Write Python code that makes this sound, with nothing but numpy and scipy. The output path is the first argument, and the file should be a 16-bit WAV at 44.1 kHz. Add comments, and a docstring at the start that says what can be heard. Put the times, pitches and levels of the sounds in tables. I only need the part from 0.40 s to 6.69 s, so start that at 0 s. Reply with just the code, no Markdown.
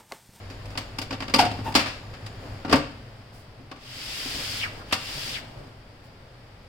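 """Closing and turning a printer

A desktop printer on the floor of a small room, heard from close by. Its plastic flap ticks and rattles,
the inner cover squeaks and snaps shut, and the heavy scanner lid thuds down, ringing the hollow case.
Then it is dragged round on a foam mat in two pushes, with a knock between them, over a low hum.
The speed of each push sets the loudness of the rasp and the pitch of the zip as it brakes."""
import sys
import numpy as np
from scipy import signal
from scipy.fft import rfft, irfft, next_fast_len
from scipy.io import wavfile

SR = 44100
rng = np.random.default_rng(int(sys.argv[2]) if len(sys.argv) > 2 else 0)


def file_out(sig):
    """Save sig as 16-bit WAV at sys.argv[1]."""
    # one column per channel
    cols = np.atleast_2d(sig).T
    # limit, then scale
    lim = np.clip(cols, -1, 1)
    pcm = np.round(lim * 32767).astype(np.int16)
    wavfile.write(sys.argv[1], SR, pcm)


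N = 277357
TIME = np.arange(N) / SR


def from_db(db):
    """Decibels to gain."""
    return 10 ** (np.asarray(db) / 20)


def unit_power(x):
    """Scale to an RMS of one."""
    return x / np.sqrt(np.mean(x ** 2) + 1e-20)


def at_hz(curve, hz, column=1):
    """Read a column of a curve on a log-frequency axis."""
    curve = np.array(curve)
    return np.interp(np.log(np.maximum(hz, 1)), np.log(curve[:, 0]), curve[:, column])


def equalise(x, curve):
    """Minimum-phase EQ along a (freq_hz, gain_db) curve: nothing sounds early."""
    size = 2 * next_fast_len(x.shape[-1] // 2 + 2048)
    gain = from_db(at_hz(curve, np.arange(size // 2 + 1) * SR / size))
    cepstrum = irfft(np.log(gain))
    cepstrum[1:size // 2] *= 2
    cepstrum[size // 2 + 1:] = 0
    return irfft(rfft(x, size) * np.exp(rfft(cepstrum)))[..., :x.shape[-1]]


def swell(start_s, end_s, attack_s, release_s):
    """Rounded attack, hold at 1, rounded release."""
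    rise, fall = np.clip([(TIME - start_s) / attack_s, (end_s - TIME) / release_s], 0, 1)
    return np.sin(np.pi / 2 * rise) * np.sin(np.pi / 2 * fall)


def drift(rate_hz):
    """Smooth random wander of unit spread."""
    lowpass = signal.butter(2, rate_hz, fs=SR, output="sos")
    return unit_power(signal.sosfilt(lowpass, rng.standard_normal(N)))


def wavering_tone(hz, width_hz):
    """A narrow resonance stirred at random, of unit power."""
    phase = 2 * np.pi * hz * TIME
    return unit_power(drift(width_hz) * np.sin(phase) + drift(width_hz) * np.cos(phase))


def slip_tone(hz, partials, jitter, flutter_db, wander_hz):
    """A train of slips whose rate and strength waver, of about unit power."""
    phase = 2 * np.pi * np.cumsum(hz * (1 + jitter * drift(wander_hz))) / SR
    tone = sum(from_db(db) * np.sin(ratio * phase) for ratio, db in partials)
    power = sum(from_db(db) ** 2 for _, db in partials) / 2
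    return tone / np.sqrt(power) * from_db(flutter_db * drift(wander_hz))


# Stereo width: freq_hz, side_minus_mid_db
STEREO_WIDTH = [(60, -33), (250, -11.5), (520, -9), (1000, -2), (2000, -1.5), (12000, 1)]
def noise(spectrum, size=N):
    """Stereo noise of unit power, centred in the bass and diffuse in the treble."""
    mid, side = rng.standard_normal((2, size))
    side = equalise(side, STEREO_WIDTH)
    return unit_power(equalise(np.array([mid + side, mid - side]), spectrum))


# Rise and fall of the room tone: time_s, level_db
ROOM_TONE_RIDE = [(0.0, -42.5), (0.37, -41.5), (0.73, -43), (0.93, -41), (1.14, -36), (1.44, -44),
                  (2.15, -41), (2.92, -50.5), (3.5, -53.5), (4.17, -44), (5.45, -52), (6.29, -52.5)]
# Soft room air and the rumble beneath it: freq_hz, density_db
AIR_SPECTRUM = [(100, -11), (240, 7.5), (320, 3), (560, 5), (1000, -2), (2000, -5.5), (3200, -10),
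                (6500, -22), (15000, -22.5)]
LOW_AIR_SPECTRUM = [(20, -3), (45, 1.5), (62, -3.5), (82, -2), (112, 0.5), (150, -6), (230, -14),
                    (600, -50)]
def room_tone(hum_hz=100.2, whine_end_s=2.6, whine_fade_s=0.5):
    """Air, rumble and a wavering hum swell together, over a second hum and a thin whine that fades out."""
    ride_db = np.interp(TIME, *np.transpose(ROOM_TONE_RIDE))
    swing_db = ride_db - ride_db.mean()
    air = from_db(-47 + 0.61 * swing_db) * noise(AIR_SPECTRUM)
    rumble = from_db(-46 + 0.72 * swing_db) * noise(LOW_AIR_SPECTRUM)
    hum_phase = 2 * np.pi * np.cumsum(hum_hz * (1 + 0.029 * drift(rate_hz=9))) / SR
    flutter_db = 3 * drift(rate_hz=9.2)
    hum = from_db(-50.5 + 1.56 * swing_db + flutter_db) * unit_power(np.sin(hum_phase))
    upper_hum = from_db(-54) * wavering_tone(hz=121.6, width_hz=2.7)
    whine_fade = np.clip((whine_end_s - TIME) / whine_fade_s, 0, 1)
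    whine = from_db(-68) * whine_fade * wavering_tone(hz=7000, width_hz=90)
    return air + rumble + hum + upper_hum + whine


# Small-room reverb: freq_hz, wet_db, t60_s
REVERB_BANDS = [(150, -8, 0.42), (600, -9.5, 0.4), (2400, -8, 0.48), (4870, -11.5, 0.62),
                (12000, -15.5, 0.23)]
def reverb(dry, predelay_s=0.011):
    """Diffuse reflections die away octave by octave."""
    size = SR * 3 // 4
    t, response = np.arange(size) / SR, 0
    white = noise([(100, 0), (10000, 0)], size)
    edges_hz = np.geomspace(70, 18000, 9)
    for low, high in zip(edges_hz, edges_hz[1:]):
        centre_hz = np.sqrt(low * high)
        decay = from_db(-60 * t / at_hz(REVERB_BANDS, centre_hz, column=2)) * (t > predelay_s)
        band = signal.sosfiltfilt(signal.butter(3, [low, high], "band", fs=SR, output="sos"), white)
        response += from_db(at_hz(REVERB_BANDS, centre_hz)) * band * decay / np.sqrt(np.sum(decay ** 2))
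    return signal.fftconvolve(dry, response, axes=-1)[:, :N]


# Bright skin hiss and the hollow rumble of the rubbed case: freq_hz, density_db
SKIN_SPECTRUM = [(1000, -12), (4000, -6), (7000, -3), (15000, 1.5)]
CASE_RUMBLE_SPECTRUM = [(25, -1.5), (55, 7), (82, -24), (128, 1), (190, -10), (258, 2), (350, -8),
                        (700, -7), (1500, -17.5), (6000, -33)]
# Hand slides: start_s, end_s, hiss_db, murmur_db
HAND_SLIDES = [(.23, .55, -59.5, -49), (1.06, 1.27, -65, -43), (1.237, 1.345, -43, -33),
               (1.985, 2.236, -72, -42.5), (2.92, 3.062, -50.5, -56), (5.627, 5.7, -57, -74)]
def hands(attack_share=0.23):
    """Skin slides over the smooth casing, which murmurs under it."""
    skin, murmur, out = noise(SKIN_SPECTRUM), noise(CASE_RUMBLE_SPECTRUM), 0
    for start_s, end_s, hiss_db, murmur_db in HAND_SLIDES:
        attack_s = attack_share * (end_s - start_s)
        envelope = swell(start_s, end_s, attack_s, release_s=end_s - start_s - attack_s)
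        out += envelope * (from_db(hiss_db) * skin + from_db(murmur_db) * murmur)
    return out


# Squeaks as the covers are pressed home and gripped: start_s, length_s, from_hz, to_hz, level_db
SQUEAK_CUES = [(0.987, 0.0231, 940, 713.6, -10), (1.254, 0.048, 883, 906, -30.5),
               (2.242, 0.023, 1466, 1390, -38), (3.315, 0.023, 1035, 1174, -41.5)]
# Timbre of a squeak: harmonic_number, level_db
SQUEAK_HARMONICS = [(1, -11), (2, -27.5), (3, -26.5), (4, -33)]
def cover_squeaks(edge_s=0.012, ring_s=0.08, ring_db=-11):
    """Plastic sticks and slips on plastic in a short glide, then the panel sings on at the last pitch."""
    out = 0
    for start_s, length_s, from_hz, to_hz, level_db in SQUEAK_CUES:
        end_s = start_s + length_s
        pitch_hz = np.interp(TIME, [start_s, end_s], [from_hz, to_hz])
        rubbing = swell(start_s, end_s, edge_s, edge_s)
        singing = from_db(ring_db) * swell(start_s, end_s + ring_s, length_s, ring_s)
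        tone = slip_tone(pitch_hz, SQUEAK_HARMONICS, jitter=0.03995, flutter_db=1.5, wander_hz=185)
        out += from_db(level_db) * np.maximum(rubbing, singing) * tone
    return out


# Two shoves over the ribbed mat, each followed by a slow creep:
# start_s, stop_s, run_up_s, braking_s, top_rib_rate_hz, rasp_db, zip_db, rumble_db
MAT_PUSHES = [(3.353, 4.303, .62, .14, 3730, -33, -27.5, -49.5),
              (4.266, 4.46, 0.038, 0.094, 2100, -52, -45, -43),
              (4.422, 5.028, 0.48, .14, 4300, -34, -33, -46),
              (4.952, 5.35, 0.042, .33, 830, -62.5, -48.5, -46.5)]
def push_envelopes(zip_at_speed=0.66, zip_spread=0.16):
    """Push speed sets the ribs passed per second and the gains of rasp, hiss, zip and rumble."""
    rib_hz = rasp = hiss = zipping = rumble = 0
    for start_s, stop_s, run_up_s, braking_s, top_hz, rasp_db, zip_db, rumble_db in MAT_PUSHES:
        speed = swell(start_s, stop_s, run_up_s, braking_s)   # share of top speed
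        rib_hz = np.maximum(rib_hz, top_hz * speed)
        friction = from_db(rasp_db) * speed ** 1.13
        rasp += friction
        hiss += from_db(5) * friction * speed ** 0.27   # gains on the rasp with speed
        # the ribs sing out as the braking case passes through one range of speed
        braking = (TIME > stop_s - braking_s) & (TIME < stop_s)
        zipping += from_db(zip_db) * braking * np.exp(-0.5 * ((speed - zip_at_speed) / zip_spread) ** 2)
        rumble = np.maximum(rumble, from_db(rumble_db) * speed ** 0.34)
    return rib_hz, rasp, hiss, zipping, rumble


# Rasp of the foam mat: freq_hz, density_db
FOAM_SPECTRUM = [(200, -13), (600, -7), (1100, -4.5), (2000, 1.5), (3100, 4), (4300, -2), (6500, -7.5),
                 (9000, -10), (15000, -10.5)]
def mat_drag(grain_db=0.55, tug_db=2.5, hiss_from_hz=5500):
    """Foam cells rasp under the weight, brighter with speed; the case judders and pushes end in a zip."""
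    rib_hz, rasp_gain, hiss_gain, zip_gain, rumble_gain = push_envelopes()
    foam = noise(FOAM_SPECTRUM) * from_db(grain_db * drift(rate_hz=400))
    rasp = signal.sosfiltfilt(signal.butter(2, hiss_from_hz, fs=SR, output="sos"), foam)
    hiss = foam - rasp
    shudder = noise(CASE_RUMBLE_SPECTRUM) + from_db(-8) * wavering_tone(hz=134, width_hz=24)
    feet_catching = from_db(-41) * swell(start_s=3.86, end_s=4.08, attack_s=0.11, release_s=0.11)
    judder = np.maximum(rumble_gain, feet_catching) * from_db(tug_db * drift(rate_hz=25)) * shudder
    zip_partials = [(0.95, 0)]   # one tone, just under the rib rate
    ribs = [slip_tone(rib_hz, zip_partials, jitter=0.15, flutter_db=4, wander_hz=608) for _ in range(2)]
    return rasp_gain * rasp + hiss_gain * hiss + judder + zip_gain * np.array(ribs)


# Resonances of the hollow case: pitch_hz, level_db, t60_s
CASE_RESONANCES = [(77, -5, 0.091), (142, -15.5, 0.33), (222.3, -11, 0.19), (266.2, 4, 0.09),
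                   (296.3, -15, 0.33), (379, -21.5, 0.18), (482, -20, 0.24), (546, -12, 0.21),
                   (597, -15.5, 0.22), (765, -6.5, 0.15), (905.5, -10.5, 0.2), (1094, -14, 0.17),
                   (1166, -4, 0.073), (1460, -18, 0.17), (2453, -17, 0.13), (2780, -13.5, 0.12),
                   (3100, -18.5, 0.1), (4810, -19, 0.085), (4850, -7, 0.05)]
def case_ring(t, spread_db=1.5, fill_cycles=0.91):
    """Each mode takes about a cycle to fill the case, then dies away; the balance varies by hit."""
    ring = np.zeros((2, len(t)))
    for pitch_hz, level_db, t60_s in CASE_RESONANCES:
        # short waves reach the two microphones out of step
        phase = rng.normal(0, 1, (2, 1)) * from_db(at_hz(STEREO_WIDTH, pitch_hz))
        attack = 1 - np.exp(-t * pitch_hz / fill_cycles)
        decay = from_db(level_db + spread_db * rng.normal() - 60 * t / t60_s)
        ring += attack * decay * np.sin(2 * np.pi * pitch_hz * t + phase)
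    return ring


# Ticks, snaps and thuds of the plastic parts:
# start_s, level_db, bass_db, treble_db, t60_s, seat_delay_s, seat_relative_db
PLASTIC_HITS = [ (.099, -47, 9.5, 1, 0.11, .008, -5), (.255, -49.5, 10, 4, 0.064, 0.048, -3.5),
                (0.3527, -35, 0, -13, 0.048, 0.02, -4), (0.3742, -29, -1, 2, 0.092, 0.033, -17),
                (.585, -29, 1, 4, 0.054, 0.03, -6), (.707, -28.5, 3.5, -6, .065, 0.018, -3),
                (0.8034, -30, 2, -6.5, 0.068, .018, -2.5), (.880, -32, 3, -5, .05, 0.016, -3),
                (.9388, -13, -3, 0, 0.028, 0.0044, -2.5), (.959, -26, 5.5, 3, 0.066, .025, -4.5),
                (.989, -17.5, -3.5, 0.5, 0.08, .011, -5), (1.021, -25, 3.5, -30, 0.15, 0.034, -16),
                (1.052, -26.5, 5, -2, 0.043, .009, -8), (1.113, -36, 12.5, 0, .045, .005, -20),
                (1.187, -41, 12, -14, 0.095, 0.0088, -5.5), (1.323, -35, -11, -1.5, 0.033, 0.018, 4),
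                (1.351, -15, 0.5, 0.5, 0.077, 0.0036, -1.5), (1.391, -23.5, -5.5, -5, .19, .067, -8),
                (1.737, -41.5, -17, -6.5, 0.092, 0.01, -8), (1.863, -38, -8, 3, 0.047, 0.0069, -11),
                (2.2481, -33.5, 12.5, -11.5, 0.082, .031, -4), (2.295, -32, 10, -5, .12, .016, 2),
                (2.3255, -21.5, -14, 4, 0.066, 0.03, -11), (2.327, -13, 8.5, -12.5, 0.079, 0.011, -7.5),
                (3.192, -58.5, 24.5, -18, .06, 0.0084, -6), (3.313, -38, 4.5, -7, 0.084, 0.046, -10.5),
                (3.856, -47.5, 16, -11, 0.094, 0.089, -2.5), (4.51, -32, -21, -16, 0.14, 0.0089, -5),
                (4.5244, -19.5, -6.5, 2, 0.068, .005, -7)]
def contacts():
    """A part strikes, then touches again as it seats: deeper, a little duller and with a longer clatter."""
    for start_s, level_db, bass_db, treble_db, t60_s, seat_delay_s, seat_db in PLASTIC_HITS:
        yield start_s, level_db, bass_db, treble_db, t60_s
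        yield start_s + seat_delay_s, level_db + seat_db, bass_db + 1.5, treble_db - 0.5, t60_s * 1.87


# Clatter of the crowded panel modes: freq_hz, density_db
PANEL_SPECTRUM = [(40, -15), (80, -6), (150, -1), (255, 0), (380, 0.5), (650, 3), (1050, 1.5), (1600, 1),
                  (2700, 2.5), (4200, -4), (8000, -10.5), (15000, -14.5)]
def plastic_impacts(crack_db=9, clatter_db=6, ring_db=-2, spread_s=0.0012):
    """Each contact cracks, scatters through the panels and sets the case ringing."""
    size = SR // 2
    out, t = np.zeros((2, N + size)), np.arange(size) / SR
    attack = 1 - np.exp(-t / spread_s)   # the contact spreads through the panel
    crack = from_db(crack_db) * equalise(signal.unit_impulse(size), PANEL_SPECTRUM)
    for start_s, level_db, bass_db, treble_db, t60_s in contacts():
        clatter = from_db(clatter_db - 60 * t / t60_s) * attack * noise(PANEL_SPECTRUM, size)
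        ring = from_db(ring_db) * attack * case_ring(t)
        # heavy parts bring out the bass, hard little latches the treble
        eq = [(70, 0.48 * bass_db), (280, bass_db), (1400, 0), (7000, treble_db), (14000, 1.46 * treble_db)]
        onset = round(start_s * SR)
        out[:, onset:onset + size] += from_db(level_db) * equalise(crack + clatter + ring, eq)
    return out[:, :N]


def scene():
    """The printer and the hands on it, with their reverb, over the room tone."""
    printer = plastic_impacts() + cover_squeaks() + mat_drag() + hands()
    return printer + reverb(printer) + room_tone()


# Stereo balance: freq_hz, left_minus_right_db
STEREO_BALANCE = [(100, 0.8), (260, 1), (900, 1), (2200, 1), (4400, 5), (7500, -5), (14000, 0.5)]
# Resonance of the microphone ports: freq_hz, gain_db
MIC_RESPONSE = [(3000, -1), (4150, -1), (4650, 6), (5100, 5.5), (6100, -4), (8000, -3.5), (12000, -9),
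                (16000, -11)]
def record(dry, cutoff_hz=16200):
    """The microphone ports colour the sound, peaks are rounded and the top is cut."""
    left = equalise(dry[0], [(hz, db / 2) for hz, db in STEREO_BALANCE])
    right = equalise(dry[1], [(hz, -db / 2) for hz, db in STEREO_BALANCE])
    saturated = np.tanh(equalise(np.array([left, right]), MIC_RESPONSE))
    return signal.sosfilt(signal.ellip(10, 0.2, 80, cutoff_hz, fs=SR, output="sos"), saturated)


dry = scene()
out = record(dry)
file_out(out)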